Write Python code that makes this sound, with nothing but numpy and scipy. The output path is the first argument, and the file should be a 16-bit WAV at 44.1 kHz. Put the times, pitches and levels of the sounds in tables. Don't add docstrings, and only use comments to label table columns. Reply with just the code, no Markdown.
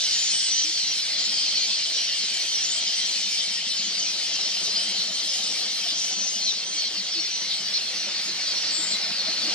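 import sys
import numpy as np
from scipy import signal
from scipy.fft import rfft, irfft, next_fast_len
from scipy.io import wavfile
from scipy.ndimage import uniform_filter1d

SR = 44100
rng = np.random.default_rng(int(sys.argv[2]) if len(sys.argv) > 2 else 0)


def waveform_to_disk(signal):
    frames = np.transpose(np.atleast_2d(signal))
    scaled = np.clip(frames, -1, 1) * 32767
    samples = np.round(scaled).astype(np.int16)
    wavfile.write(sys.argv[1], SR, samples)


N = 420713
TIME = np.arange(N) / SR
FFT_SIZE = next_fast_len(N)
BIN_HZ = np.maximum(np.fft.rfftfreq(FFT_SIZE, 1 / SR), 1)

# t/s, low/dB, middle/dB, high/dB
CHORUS_RIDES = [(0.0, -31.5, -30.5, -31), (0.74, -34.5, -31, -34), (1.09, -33.5, -31, -39),
                (1.41, -33.5, -28, -37), (2.2, -33.5, -32, -37.5), (3.3, -34, -32, -35),
                (3.6, -35, -33, -39.5), (4.4, -34.5, -31.5, -37.5), (5.87, -34.5, -33, -38),
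                (6.24, -37, -36, -40), (6.6, -36.5, -34, -40.5), (8.03, -36, -34, -41),
                (8.58, -35, -32, -38), (9.22, -35.5, -31.5, -42.5), (9.54, -33, -31, -36.5)]
CROSSOVERS = (4110, 5400, 6510)
# f/Hz, level/dB
CHORUS_EQ = [(100, -70), (700, -40), (1000, -33), (1700, -21.5), (2120, -12.3), (2500, -12.7), (2750, -9),
             (3120, -2.7), (3400, -5.5), (3720, -2.5), (3970, -5.5), (4230, .5), (4650, -1), (5000, -1),
             (6000, -4), (6600, -12), (8000, -16), (9200, -27), (12000, -50)]
# f/Hz, gain/dB
FLIGHT_CALL_EQ = [(1500, 4), (2300, 2.8), (2750, 1), (3100, -4), (3500, 0), (3800, 0), (4450, 2.5),
                  (4900, -.5), (5300, 0), (6100, -1.5), (7200, 1.8), (9000, 2)]
# t/s, share/0-1
AIRBORNE_SHARE = [(0, 0.42), (6.3, 0.07), (7.3, 0.35), (8.8, 0.86), (9.54, 0.5)]
# t/s, pan/dB
CHATTER_PAN = [(0, -0.1), (1.5, 0.5), (3.7, 1.5), (6.3, 1.5), (6.7, 1), (8.3, 0), (9.54, 0.5)]
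# t/s, half-width/s, depth/dB
CHATTER_DIPS = [(1.02, 0.1, 0), (1.9, 0.054, 1.5), (3.87, .05, 0), (5.12, 0.075, 2.5), (6.69, 0.066, 5),
                (6.9, .04, 1.5), (7.05, .06, 0), (7.43, 0.057, 0.5), (7.63, .04, 2.5), (7.9, .1, 0),
                (8.33, 0.099, 1.5)]
# t/s, length/s, f/Hz, glide/Hz, level/dB, arch/Hz, pan/dB
NEAR_WHISTLES = [(0.084, .28, 6930, -850, -31.5, 101, 10), (0.288, 0.23, 7960, -200, -29, 200, 3),
                 (0.498, 0.16, 5960, 67, -24.5, 51, 6), (0.874, 0.087, 5650, -150, -32.5, 18, -6),
                 (1.04, .11, 8850, -500, -48, 60, 2), (1.155, 0.049, 4910, -100, -33, 80, 3),
                 (1.92, 0.17, 5670, -120, -30.5, 3, 1), (1.927, 0.14, 8050, -200, -44, 60, 2),
                 (1.974, 0.31, 5350, -350, -34, 2, 1), (1.92, 0.11, 2980, -270, -35, 2, -1),
                 (2.33, .06, 8350, -200, -40, 50, 4), (2.5, 0.17, 5780, -200, -30, -300, -4),
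                 (2.528, 0.096, 5440, -200, -30, -38, 3), (2.7, .09, 7700, 200, -40, 98, 4),
                 (2.74, 0.3, 3146, -62, -35, 52.5, 4), (3.17, .19, 7200, -500, -39, 0, -2),
                 (3.2, 0.26, 3105, -39, -39, 39, 3), (3.585, 0.3, 3120, -48, -37, 48, 2),
                 (3.27, .12, 6450, 3, -39, 200, -2), (3.94, 0.077, 4700, -900, -28.5, 0, 1),
                 (4.66, 0.1, 5230, 60, -31, 112, 2), (4.743, 0.083, 4990, -58, -23.5, -100, 1),
                 (5.11, 0.056, 6720, -600, -37, -50, -1), (5.23, 0.22, 8900, -500, -46, 124, -1),
                 (5.963, 0.17, 9100, -600, -46, 397, -2), (6.0, .13, 6000, 78, -33, 48, 5),
                 (6.124, 0.43, 6250, -20, -29, 250, 3), (6.247, .2, 5080, -400, -32.5, -170, 2),
                 (6.627, 0.175, 8100, -350, -41, 250, 2), (6.639, .19, 6250, -50, -31, 430, 2),
                 (6.622, 0.29, 3260, -58, -36, 69, 1), (6.752, .11, 4410, -80, -30.5, -3, -1),
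                 (7.14, 0.068, 4390, -120, -26, -30, -1), (7.19, 0.1, 4350, -220, -33, -2, 1),
                 (7.19, 0.094, 5760, 63, -31, 60, 6), (7.278, 0.2, 5960, -120, -32.5, 248, 4),
                 (7.53, 0.1, 7720, -550, -42.5, -62, 9)]
# t/s, length/s, f/Hz, glide/Hz, level/dB, pan/dB, rasp depth/Hz
NEAR_RASPS = [(0.196, 0.24, 7550, 202, -37, -2, 400), (.53, .37, 10500, 100, -51, 2, 300),
              (.64, .08, 7900, -7, -39, 5, 250), (0.761, 0.25, 5800, -450, -34, 1, 303),
              (1.182, 0.1, 7080, -100, -34.5, 8, 200), (1.565, 0.13, 6470, -200, -33, 2, 302),
              (1.663, 0.11, 7600, 102, -38, 2, 280), (2.13, 0.1, 8050, 57, -41, 7, 280),
              (2.33, 0.05, 7100, -600, -35, 9, 230), (2.387, .13, 10450, 0, -51, 7, 200),
              (2.598, 0.21, 7030, 1295, -31.5, 3, 330), (3.04, 0.2, 7500, -400, -38, -2, 330),
              (3.29, .09, 10600, 0, -51, 6, 220), (3.3, .32, 8150, -100, -42, 2, 298),
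              (3.75, 0.15, 6390, -100, -34.5, 0, 300), (3.979, 0.14, 5900, -500, -28.5, 2, 328),
              (4.38, 0.16, 5640, -200, -33, 1, 330), (4.629, 0.063, 5900, -400, -31, 1, 330),
              (4.77, 0.094, 8120, 100, -36, 2, 260), (5.261, .22, 6400, -4, -34.5, 0, 330),
              (5.42, 0.14, 7950, -400, -39, 4, 300), (5.928, 0.24, 5820, 300, -29, 1, 592),
              (6.172, 0.13, 5900, -200, -30, 10, 297), (6.429, 0.11, 5600, -200, -31, 6, 250),
              (8.238, .1, 6360, -800, -36.5, 6, 230), (8.518, 0.21, 5540, -300, -35.5, -13, 280),
              (8.7, 0.27, 7490, -200, -33, 13.5, 250)]
# t/s, length/s, f/Hz, glide/Hz, level/dB
NEAR_CHIRPS = [(0.062, 0.12, 4640, -500, -26.5), (0.413, 0.1, 4940, -400, -32),
               (0.565, 0.057, 4900, -400, -27), (0.747, 0.11, 4540, -400, -27.5),
               (1.144, 0.14, 4300, -300, -29), (1.332, 0.14, 4950, -200, -27),
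               (1.541, 0.1, 4390, -150, -24), (1.677, 0.1, 4500, -200, -26.5),
               (1.943, 0.054, 4450, -400, -29), (2.848, 0.13, 4900, -500, -28),
               (2.971, 0.095, 4100, -300, -31), (3.106, 0.11, 4700, 300, -29),
               (3.291, 0.096, 5150, -300, -28), (3.363, 0.085, 3560, -250, -28),
               (3.75, 0.086, 4600, -400, -29), (4.402, 0.049, 5000, -400, -29),
               (4.647, 0.099, 4900, -200, -29), (4.954, 0.085, 4200, -300, -25),
               (5.168, 0.048, 3700, -200, -31), (5.265, 0.14, 5180, -300, -29.5),
               (5.42, 0.067, 4900, -400, -33), (5.57, 0.08, 4380, -450, -28),
               (5.862, 0.084, 5050, -200, -28), (5.872, 0.052, 3570, -200, -27),
               (6.457, 0.07, 4020, -750, -23), (6.543, 0.057, 4430, -150, -29),
               (6.751, 0.15, 4430, -100, -28), (6.79, 0.05, 5300, -900, -32),
               (6.924, 0.095, 4650, -550, -30), (7.108, 0.055, 5230, -1100, -27),
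               (7.471, 0.12, 4450, -300, -28.5), (7.5, 0.055, 3640, -200, -27),
               (7.628, 0.098, 4650, -200, -29), (7.726, 0.063, 4330, -200, -21.5),
               (7.724, 0.085, 5250, -450, -28.5), (7.952, 0.13, 5900, -300, -34),
               (8.129, 0.1, 4400, -300, -28), (8.46, 0.083, 4560, -450, -25.5),
               (8.665, 0.11, 4620, -300, -27.5), (8.901, 0.075, 4110, -300, -26),
               (9.148, 0.07, 4460, -300, -27), (9.26, 0.066, 4500, -200, -27),
               (9.402, 0.12, 4500, -300, -26)]
# t/s, level/dB
RUSH_RIDE = [(0.0, -50.5), (0.74, -52), (1.17, -49), (2.8, -49), (3.96, -49), (4.78, -44.5), (5.29, -47.5),
             (5.53, -45.5), (5.87, -47.5), (6.08, -46), (6.27, -48), (7.54, -48), (9.54, -42)]
# f/Hz, level/dB
RUSH_EQ = [(24, -63), (40, -36), (118, -11.5), (211, 4.5), (263, -5.5), (307, -0.5), (384, -2), (440, -3),
           (579, 0.5), (687, 1.5), (920, -4), (1020, -4.5), (1510, -1.5), (1650, -2.5), (2400, 0.5),
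           (3120, -4.5), (5280, -120)]
# f/Hz, gain/dB
FLYBY_EQ = [(250, -1), (700, -1.5), (1400, 4), (2400, 5.5), (3100, -15)]
# t/s, level/dB
RUSTLE_RIDE = [(0.0, -57), (0.48, -56.5), (2.2, -58.5), (2.52, -57), (3.61, -59), (5.29, -54), (6.03, -56),
               (6.64, -60), (7.6, -57.5), (9.54, -57)]
# f/Hz, level/dB
RUSTLE_EQ = [(5000, -51), (8000, 5.5), (9700, 6.5), (10700, 3.5), (12000, -1), (13600, -11.5), (15000, -43)]
# t/s, f/Hz, level/dB
DOWNSTROKES = [(4.681, 435, -43), (8.08, 580, -38.5), (8.289, 328, -40), (8.8, 323, -38.5),
               (8.942, 204, -38), (9.1, 683, -37.5), (9.285, 654, -34), (9.29, 320, -39), (9.45, 207, -37),
               (9.48, 314, -34)]
# t/s, length/s, f/Hz, glide/Hz, level/dB
FAR_COOS = [(0.638, 0.083, 320, 40, -49.5), (3.64, 0.29, 213, -22, -56.5), (3.86, 0.045, 207, 1, -67),
            (6.12, 0.081, 207, 4, -56), (6.97, 0.054, 196, -17, -49), (7.13, 0.086, 333, -24, -47),
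            (8.26, 0.073, 213, -5, -53)]
# f/Hz, level/dB
DRONE_EQ = [(30, -50), (70, -34), (110, -34), (150, 24.5), (212, 15), (250, -17), (400, -41)]
# f/Hz, coherence/0-1
STEREO_COHERENCE = [(60, .35), (95, .4), (150, .78), (500, .76), (1300, .6), (3000, .6), (4800, .62),
                    (6200, .56), (7200, .42), (9000, .4), (12000, .2)]


def chorus(haze_db=2.5, low_db=2.08, middle_db=1.5, high_db=2.0, top_db=-42.0, swell_db=0.13):
    birds = flurry(count=3600, band_hz=(1500, 9500), spread_db=2.8, rasp_hz=130, fall=.011)
    haze = rng.standard_normal((3, N))
    bed = widen(unit_rms(birds + from_db(haze_db) * haze[0]), haze[1:], CHORUS_EQ)
    airborne, = automation(AIRBORNE_SHARE)
    flight_calls = filtered(bed, from_db(over_hz(FLIGHT_CALL_EQ)))
    bed = bed + np.clip(airborne, 0, 1) * (flight_calls - bed)
    lowpasses = [1 / (1 + (BIN_HZ / hz) ** 40) for hz in CROSSOVERS]
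    registers = np.diff(lowpasses, axis=0, prepend=0, append=1)
    low, middle, high = automation(CHORUS_RIDES)
    levels_db = (low + low_db + pan_offsets(2.0),
                 middle + middle_db,
                 high + high_db,
                 top_db + 0.69 * (high - high.mean()))
    return sum(from_db(level_db + swell_db * drift(12)) * levelled(filtered(bed, band))
               for level_db, band in zip(levels_db, registers))


def lulls():
    dips = [point for s, half_s, depth_db in CHATTER_DIPS
            for point in ((s - half_s, 0), (s, -depth_db), (s + half_s, 0))]
    return from_db(automation(sorted(dips))[0])


def near_birds(whistle_db=-4.0, rasp_db=-3.5, chirp_db=-6.5, voice_send_db=-7.5, chirp_send_db=-2):
    whistle_rows = [(*row, 55) for row in NEAR_WHISTLES]
    rasp_rows = [(*row, 0, pan_db, rasp_hz) for *row, pan_db, rasp_hz in NEAR_RASPS]
    whistles = calls(whistle_rows, quiver_per_s=1300, waver=.008, waver_per_s=42, flutter_db=2, edge=.14)
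    rasps = calls(rasp_rows, quiver_per_s=1600, waver=.005, waver_per_s=69, flutter_db=1.2, edge=.15)
    voices = from_db(whistle_db) * whistles + from_db(rasp_db) * rasps
    chirps = from_db(chirp_db) * harsh_chirps()
    send = from_db(voice_send_db) * voices.mean(axis=0) + from_db(chirp_send_db) * chirps
    return filtered(voices + chirps, arrival_lag()) + grass_echo(send, t60_s=0.075)


def calls(rows, quiver_per_s, waver, waver_per_s, flutter_db, edge):
    out = np.zeros((2, N))
    quiver, wander = drift(quiver_per_s), drift(waver_per_s)
    flutter = from_db(flutter_db * drift(70))
    for s, length_s, hz, glide_hz, level_db, arch_hz, pan_db, rasp_hz in rows:
        at = round(s * SR)
        span = slice(at, at + int(length_s * SR))
        shake = rasp_hz * quiver[span] + waver * hz * wander[span]
        foot_hz = hz - arch_hz
        tone = arched_tone(len(shake), foot_hz - glide_hz / 2, hz, foot_hz + glide_hz / 2, shake, edge)
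        call = unit_rms(tone * flutter[span])
        for channel, side_db in zip(out, pan_offsets(pan_db)):
            mix_in(channel, at, from_db(level_db + side_db) * call)
    return out


def harsh_chirps(throb_db=4.5, sweep_hz=70, rasp_hz=205):
    out, quiver = np.zeros(N), drift(1700)
    for s, length_s, hz, glide_hz, level_db in NEAR_CHIRPS:
        at, length = round(s * SR), int(length_s * SR)
        pace, start = rng.random(2)
        throb_hz = 68 * (0.86 + 0.433 * pace)
        phase = 2 * np.pi * (start + throb_hz * TIME[:length])
        shake = rasp_hz * quiver[min(at, N - length):][:length] - sweep_hz * np.sin(phase)
        tone = arched_tone(length, hz - glide_hz / 2, hz, hz + glide_hz / 2, shake, edge=.22)
        throb = from_db(-throb_db * np.sin(phase / 2) ** 2)
        mix_in(out, at, from_db(level_db) * unit_rms(tone * throb))
    return out


def midground_birds(slur_db=-40, peep_db=-42.5, twitter_db=-46, overtone_db=-60, echo_db=-3):
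    peeps = flurry(count=260, band_hz=(2980, 3240), spread_db=1.6, rasp_hz=55, fall=.008)
    slurs = flurry(count=300, band_hz=(3700, 6100), spread_db=2.0, rasp_hz=80, fall=.03, typical_s=.04)
    twitter = flurry(count=320, band_hz=(6400, 8400), spread_db=2.2, rasp_hz=300, fall=.015)
    overtones = flurry(count=260, band_hz=(8400, 11000), spread_db=2.2, rasp_hz=220, fall=.012,
                       typical_s=.05)
    resting = from_db(peep_db) * peeps + from_db(twitter_db) * twitter + from_db(overtone_db) * overtones
    resting *= from_db(np.interp(TIME, (5.5, 7.7), (0, -18)))
    high_db = automation(CHORUS_RIDES)[2]
    ride = from_db(0.45 * (high_db - high_db.mean()))
    voices = (resting + from_db(slur_db) * slurs) * ride
    return filtered(voices, arrival_lag()) + from_db(echo_db) * grass_echo(voices, t60_s=0.03)


def wings(rush_trim_db=2.5, beat_db=1.2, usual_share=0.37, rustle_trim_db=5.0, flicker_db=2.5):
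    rush_db, = automation(RUSH_RIDE)
    rustle_db, = automation(RUSTLE_RIDE)
    airborne, = automation(AIRBORNE_SHARE)
    puffs = flurry(count=1200, band_hz=(150, 1900), spread_db=2.4, rasp_hz=40, fall=.01, typical_s=.028)
    beating = from_db(rush_db + rush_trim_db + beat_db * drift(45))
    rush = beating * noise_bed(RUSH_EQ, grains=from_db(-15) * puffs)
    flyby = filtered(rush, from_db(over_hz(FLYBY_EQ)))
    rush = rush + (airborne - usual_share) * (flyby - rush)
    rustle = from_db(rustle_db + rustle_trim_db + flicker_db * drift(23)) * noise_bed(RUSTLE_EQ)
    return rush + rustle


def wing_thuds(length_s=0.066):
    out, length = np.zeros(N), int(length_s * SR)
    shake_hz = 25 * drift(203)
    for s, hz, level_db in DOWNSTROKES:
        at = round(s * SR) - length // 2
        thud = arched_tone(length, 1.1 * hz, hz, 1.11 * hz, shake_hz[at - length:at], edge=0.7)
        mix_in(out, at, from_db(level_db) * thud)
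    return out


def far_coos(arch=0.014, rasp_hz=6.3):
    rows = [(s, length_s, hz, glide_hz, level_db, arch * hz, 0, rasp_hz)
            for s, length_s, hz, glide_hz, level_db in FAR_COOS]
    return calls(rows, quiver_per_s=150, waver=0.017, waver_per_s=45, flutter_db=8.0, edge=0.19)


def far_drone(level_db=-67.0):
    return from_db(level_db) * noise_bed(DRONE_EQ)


def grass_echo(x, t60_s):
    t = TIME[:SR // 2]
    echoes = rng.standard_normal((2, len(t))) * from_db(-60 * t / t60_s)
    echoes /= np.sqrt(np.sum(echoes ** 2, axis=1, keepdims=True))
    return signal.fftconvolve(x[None], echoes, axes=1)[:, :N]


def flurry(count, band_hz, spread_db, rasp_hz, fall, typical_s=.045):
    out, quiver = np.zeros(N), drift(450)
    low_hz, high_hz = band_hz
    placings = rng.random((count, 4)).tolist()
    shapes = rng.standard_normal((count, 4)).clip(-2, 2).tolist()
    for (when, pitch, quiver_start, rasp), (size, loud, slope, bend) in zip(placings, shapes):
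        length = int(SR * typical_s * np.exp(0.44 * size))
        hz = low_hz + (high_hz - low_hz) * pitch
        glide = hz * (fall + 0.01993 * slope)
        shake = rasp_hz * rasp * quiver[int(quiver_start * (N - length)):][:length]
        tone = arched_tone(length, hz + glide, hz * (1 + 0.0199 * bend), hz - glide, shake, edge=0.088)
        mix_in(out, int(when * (N + length)) - length, from_db(spread_db * loud) * tone)
    return unit_rms(out)


def arched_tone(length, start_hz, middle_hz, end_hz, quiver_hz, edge):
    u = np.linspace(0, 1, length)
    arch_hz = middle_hz - (start_hz + end_hz) / 2
    hz = start_hz + (end_hz - start_hz) * u + arch_hz * (1 - (2 * u - 1) ** 2) + quiver_hz
    swell = np.minimum(np.minimum(u, 1 - u) / edge, 1)
    return swell * np.sin(2 * np.pi / SR * np.cumsum(hz))


def noise_bed(eq, grains=0):
    white = rng.standard_normal((3, N))
    return unit_rms(widen(unit_rms(white[0] + grains), white[1:], eq))


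def widen(direct, scattered, eq):
    alike = np.clip(over_hz(STEREO_COHERENCE), 0, 1)
    focused = rfft(direct, FFT_SIZE) * np.sqrt(alike) * arrival_lag()
    diffuse = rfft(scattered, FFT_SIZE) * np.sqrt(1 - alike)
    return irfft((focused + diffuse) * from_db(over_hz(eq)), FFT_SIZE)[:, :N]


def arrival_lag(lag_s=5.2e-5):
    return np.exp(-2j * np.pi * BIN_HZ * lag_s * np.array([[0], [1]]))


def levelled(x, window=SR // 12):
    return x / np.sqrt(uniform_filter1d(np.mean(x ** 2, axis=0), window) + 1e-20)


def drift(rate):
    turns = rng.standard_normal(N // 24)
    return 1.2 * np.interp(TIME * rate, np.arange(len(turns)), turns)


def automation(rows):
    s, *columns = np.transpose(rows)
    return [np.interp(TIME, s, column) for column in columns]


def over_hz(points):
    hz, value = np.transpose(points)
    return np.interp(np.log(BIN_HZ), np.log(hz), value)


def filtered(x, gain):
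    return irfft(rfft(x, FFT_SIZE) * gain, FFT_SIZE)[..., :N]


def mix_in(out, at, sound):
    first, last = max(at, 0), min(at + len(sound), N)
    if last > first:
        out[first:last] += sound[first - at:last - at]


def pan_offsets(pan_db):
    return pan_db * np.array([[.5], [-.5]])


def from_db(db):
    return 10 ** (np.asarray(db) / 20)


def unit_rms(x):
    return x / np.sqrt(np.mean(x ** 2) + 1e-20)


def scene(pan_trim_db=-0.45):
    pan_db, = automation(CHATTER_PAN)
    chatter = (chorus() + midground_birds()) * lulls()
    birds = (chatter + near_birds()) * from_db(pan_offsets(pan_db + pan_trim_db))
    return birds + wings() + wing_thuds() + far_drone() + far_coos()


def record(dry, stopband_hz=16000):
    return signal.sosfilt(signal.cheby2(16, 70, stopband_hz, fs=SR, output="sos"), dry)


dry = scene()
out = record(dry)
waveform_to_disk(out)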